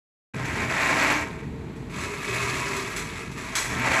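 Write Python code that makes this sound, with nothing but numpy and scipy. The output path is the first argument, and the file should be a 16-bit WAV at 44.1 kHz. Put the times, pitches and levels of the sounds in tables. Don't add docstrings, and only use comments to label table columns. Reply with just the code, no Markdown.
import sys
import numpy as np
from scipy import signal
from scipy.fft import rfft, irfft
from scipy.io import wavfile
from scipy.ndimage import uniform_filter1d

SR = 44100
rng = np.random.default_rng(int(sys.argv[2]) if len(sys.argv) > 2 else 0)


def store_wav(level_fs):
    pcm = np.round(np.clip(np.atleast_2d(level_fs), -1, 1) * 32767)
    wavfile.write(sys.argv[1], SR, pcm.T.astype(np.int16))


N = 176400

# t/s, level/dB
SLIDE_FLOWS = [
    [(0.34, -36.5), (0.46, -32), (0.62, -26.5), (0.68, -28.5), (0.81, -22), (0.95, -21.5), (1.19, -22.6),
     (1.23, -30.5), (1.29, -38.5), (1.44, -48)],
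    [(3.55, -36.5), (3.69, -32.5), (3.75, -29), (3.84, -26), (3.94, -21.5), (4.0, -20)],
]
# f/Hz, level/dB
SLIDE_SPECTRUM = [(120, -14.5), (260, -7), (480, -6.5), (900, -3), (1350, -4.5), (2000, -0.5), (2500, -3),
                  (3050, -15), (4200, -17), (5000, -21.5), (7800, -16.5), (10000, -24), (13500, -42.5)]
# f/Hz, level/dB
SHELL_MODES = [(298, -5), (650, 0), (786, -7), (926, 2.5), (1051, 4.5), (1238, 3.5), (1583, 3), (1644, 4),
               (1805, 4.5), (1914, 3.5), (2015, -4), (2169, 2.5), (2292, 5.5), (2378, -3)]
# t/s, level/dB
POUR_FLOW = [(1.86, -59), (1.93, -40), (2.02, -32.5), (2.07, -36), (2.21, -35), (2.32, -28.5),
             (2.72, -30.5), (2.88, -33.5), (3.09, -38.5), (3.22, -40), (3.32, -45.5), (3.44, -37.5),
             (3.54, -39), (3.75, -42)]
# f/Hz, level/dB
POUR_SPECTRUM = [(250, -36.5), (520, -13.5), (650, -4), (820, -9), (1150, -0.5), (1500, -4.5), (2200, 3),
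                 (2600, -3.5), (3000, -12.5), (4100, -10), (5000, -15.5), (7800, -10), (10000, -15),
                 (13500, -35.5)]
# t/s, level/dB
HANDFULS = [(3.145, -44), (3.214, -39.5), (3.383, -39)]
# f/Hz, width/Hz, level/dB
CHUTE_MODES = [(394, 51, 1.5), (589, 75, -11), (983.8, 11, 4.5), (1095, 23, -0.5), (1188, 78, -2),
               (1651, 19, 1.5), (2163, 76, -4), (2535, 26, 3)]
# t/s, level/dB, fall/(dB/s)
SHOVEL_CONTACTS = [(.452, -40.5, 153), (1.759, -55.5, 114), (2.005, -41, 177), (2.763, -32.5, 194),
                   (2.962, -29.5, 160), (3.194, -47.5, 245), (3.313, -44.5, 283), (3.371, -51, 218.5),
                   (3.415, -47, 220), (3.553, -24.5, 95), (3.552, -32.5, 520)]
# f/Hz, level/dB
GRIT_SPECTRUM = [(400, -22), (900, 5), (2100, 10.5), (2900, 1), (3600, 4), (5000, 0), (6400, 3.5),
                 (8000, 7), (10000, 1), (13500, -13)]
# f/Hz, level/dB
BLADE_MODES = [(1956, 2.5), (2380, 3), (3349, -0.5), (4170, -1), (4895, -5), (5563, -1), (6169, 2),
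               (7780, 2), (9560, -2)]
# t/s, level/dB
LOAD_DROPS = [(1.452, -32), (1.518, -29.5), (3.281, -31), (3.722, -31), (3.9, -28)]
# f/Hz, level/dB
WALL_MODES = [(80, 1), (132, 3.5), (178, -1), (242, -2.5)]
# t/s, level/dB
RUMBLE_LEVELS = [(0.35, -33), (0.62, -30.5), (0.81, -37), (1.41, -34.5), (1.70, -35), (2.04, -33.5),
                 (2.19, -37.5), (2.45, -35), (2.75, -36.5), (3.35, -37.5), (3.66, -41), (3.76, -31.5),
                 (4.0, -50)]
# f/Hz, level/dB
RUMBLE_SPECTRUM = [(33, -20), (46, -3), (58, -2.5), (76, 4), (98, 0.5), (135, 4.5), (255, -2), (330, -5),
                   (450, -5), (520, -19), (1000, -21.5)]
# centre t/s, length/s, f/Hz, level/dB
SHELL_DRONES = [(0.443, 0.17, 124, -38), (0.674, .11, 124, -35), (1.083, 0.41, 298.6, -38.5),
                (2.097, .16, 416.5, -40), (2.37, 0.28, 408, -41), (2.453, 0.34, 121, -34.5),
                (2.776, 0.32, 396, -38), (3.746, 0.062, 420, -41), (3.805, 0.032, 248, -31.5),
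                (3.854, 0.37, 120, -38)]
# f/Hz, level/dB
DRIVE_TONES = [(48.7, -52.5), (249, -57.5), (452, -53.5), (647, -60.5)]
# f/Hz, level/dB
RUSH_SPECTRUM = [(200, 8), (550, -7.5), (750, -6.5), (880, 2), (1200, -7), (2300, -4.5), (3000, -14.5),
                 (4200, -14.5), (5200, -23.5), (8000, -18.5), (13500, -35)]


def slides(mode_width_hz=11.8):
    flow = sum(curve(rows) for rows in SLIDE_FLOWS)
    modes = [(hz, mode_width_hz, db) for hz, db in SHELL_MODES]
    return undb(-2) * stream(flow, SLIDE_SPECTRUM, modes, ring_db=-4.5)


def pour(handful_s=0.022):
    handfuls = sum(undb(db) * np.exp(-(2 * (clock() - s) / handful_s) ** 2) for s, db in HANDFULS)
    return undb(-1) * stream(curve(POUR_FLOW) + handfuls, POUR_SPECTRUM, CHUTE_MODES, ring_db=-2.5)


def stream(flow, spectrum, modes, ring_db, clumps_per_s=45, clump_db=1.4):
    per_s = 3000 * (flow / flow.max() + .1)
    hits = rattle(impacts(per_s, spread_db=-0.5))
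    clumped = unit(hits * undb(clump_db * walk(clumps_per_s)))
    taps = impacts(per_s, spread_db=-0.5)
    ringing = ring(taps * flow, modes) / np.std(ring(taps, modes))
    return flow * colour(clumped, spectrum) + undb(ring_db) * ringing


def stray_grains(per_s=150, pitches=16, low_hz=3230, high_hz=11700, width_hz=420):
    flow = curve(POUR_FLOW) + undb(-4) * sum(curve(rows) for rows in SLIDE_FLOWS)
    clicks = 0
    for hz in np.geomspace(low_hz, high_hz, pitches):
        tilt_db = -5 * np.log2(hz / low_hz)
        clicks += ring(impacts(per_s / pitches, spread_db=4), [(hz, width_hz, tilt_db)])
    return undb(-15.5) * flow * unit(rattle(clicks))


def shovel(attack_s=.002, judders_per_s=240, judder_db=0.6, mode_width_hz=36):
    force = 0
    for s, db, fall in SHOVEL_CONTACTS:
        age = since(s)
        force += np.minimum(age / attack_s, 1) * undb(db - fall * age)
    grit = rattle(impacts(per_s=9000, spread_db=3.8))
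    scrape = colour(grit * undb(judder_db * walk(judders_per_s)), GRIT_SPECTRUM)
    modes = [(hz, mode_width_hz, db) for hz, db in BLADE_MODES]
    blade = unit(ring(rng.standard_normal(N), modes))
    return force * (scrape + undb(-3.5) * blade)


def clank(at_s=3.5535, t60_s=0.28):
    age = since(at_s)
    blade = sum(undb(db) * np.sin(2 * np.pi * hz * age) for hz, db in BLADE_MODES)
    return blade * undb(-36.5 - 60 * age / t60_s)


def thuds(attack_s=0.0035, t60_s=0.17):
    out = 0
    for s, drop_db in LOAD_DROPS:
        age = since(s)
        wall = sum(undb(db) * np.sin(2 * np.pi * hz * rng.uniform(.95, 1.05) * age)
                   for hz, db in WALL_MODES)
        out += wall * np.minimum(age / attack_s, 1) * undb(drop_db - 60 * age / t60_s)
    return out


def drum(flutter_db=2.4):
    knocks = impacts(per_s=1500, spread_db=1.5)
    out = undb(-1.5) * curve(RUMBLE_LEVELS) * colour(knocks, RUMBLE_SPECTRUM)
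    for s, length, hz, db in SHELL_DRONES:
        swell = np.exp(-(2 * (clock() - s) / length) ** 4)
        tone = wavering_tone(hz, depth=.016, per_s=30)
        out += undb(db) * swell * unit(tone * undb(flutter_db * walk(per_s=40)))
    return out


def drive(waver_db=3):
    return sum(undb(db + waver_db * walk(per_s=16)) * unit(wavering_tone(hz, depth=0.0039, per_s=11))
               for hz, db in DRIVE_TONES)


def rush():
    return undb(-47) * colour(rng.standard_normal(N), RUSH_SPECTRUM)


def shed(x, t60_s=0.2, wet_db=-7.5, gap_s=.003):
    t = np.arange(SR // 2) / SR
    tail = rng.standard_normal(len(t)) * undb(-60 * t / t60_s) * (t > gap_s)
    reflections = signal.fftconvolve(x, tail / np.linalg.norm(tail))[:N]
    wet = undb(wet_db)
    return (x + wet * reflections) / np.hypot(1, wet)


def impacts(per_s, spread_db):
    chance, size, sign = rng.random(N), rng.standard_normal(N), rng.choice([-1, 1], N)
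    strength = undb(spread_db * np.minimum(size, 2)) / np.sqrt(per_s)
    return unit((chance < per_s / SR) * sign * strength)


def rattle(x, stages=14, width_hz=600):
    for hz in rng.uniform(2000, 13000, stages):
        _, poles = signal.iirpeak(hz, hz / width_hz, fs=SR)
        x = signal.lfilter(poles[::-1], poles, x)
    return x


def ring(x, modes):
    return sum(undb(db) * signal.lfilter(*signal.iirpeak(hz, hz / width, fs=SR), x)
               for hz, width, db in modes)


def colour(x, spectrum, size=8192):
    hz, db = np.array(spectrum).T
    octave = np.log2(np.maximum(np.arange(size // 2 + 1) * SR / size, 1))
    beyond = np.maximum(np.log2(hz[0]) - octave, 0) + np.maximum(octave - np.log2(hz[-1]), 0)
    gain = undb(np.interp(octave, np.log2(hz), db) - 12 * beyond)
    cepstrum = irfft(np.log(gain))
    cepstrum[1:size // 2] *= 2
    cepstrum[size // 2 + 1:] = 0
    response = irfft(np.exp(rfft(cepstrum)))
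    return unit(signal.fftconvolve(x, response)[:N])


def wavering_tone(hz, depth, per_s):
    return np.sin(2 * np.pi * np.cumsum(hz * (1 + depth * walk(per_s))) / SR)


def walk(per_s):
    hold = int(SR / per_s)
    steps = np.repeat(rng.standard_normal(2000)[:N // hold + 1], hold)[:N]
    return unit(uniform_filter1d(uniform_filter1d(steps, hold), hold))


def curve(rows):
    s, db = np.array(rows).T
    t = clock()
    outside = np.maximum(s[0] - t, 0) + since(s[-1])
    return undb(np.interp(t, s, db) - 200 * outside)


def clock():
    return np.arange(N) / SR


def since(s):
    return np.maximum(clock() - s, 0)


def undb(db):
    return 10 ** (np.asarray(db) / 20)


def unit(x):
    return x / np.sqrt(np.mean(x ** 2))


def scene():
    grains = shed(slides() + pour() + stray_grains())
    return (grains + shovel() + clank() + drum() + thuds() + drive() + rush())[None]


def record(dry, open_s=.336, dip_hz=8930, dip_width_hz=1200, top_hz=13600):
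    fade_in = np.minimum(since(open_s) / 0.008, 1)
    notch = signal.iirnotch(dip_hz, dip_hz / dip_width_hz, fs=SR)
    dipped = signal.lfilter(*notch, signal.lfilter(*notch, dry * fade_in))
    return signal.sosfilt(signal.ellip(10, .2, 80, top_hz, fs=SR, output="sos"), dipped)


dry = scene()
out = record(dry)
store_wav(out)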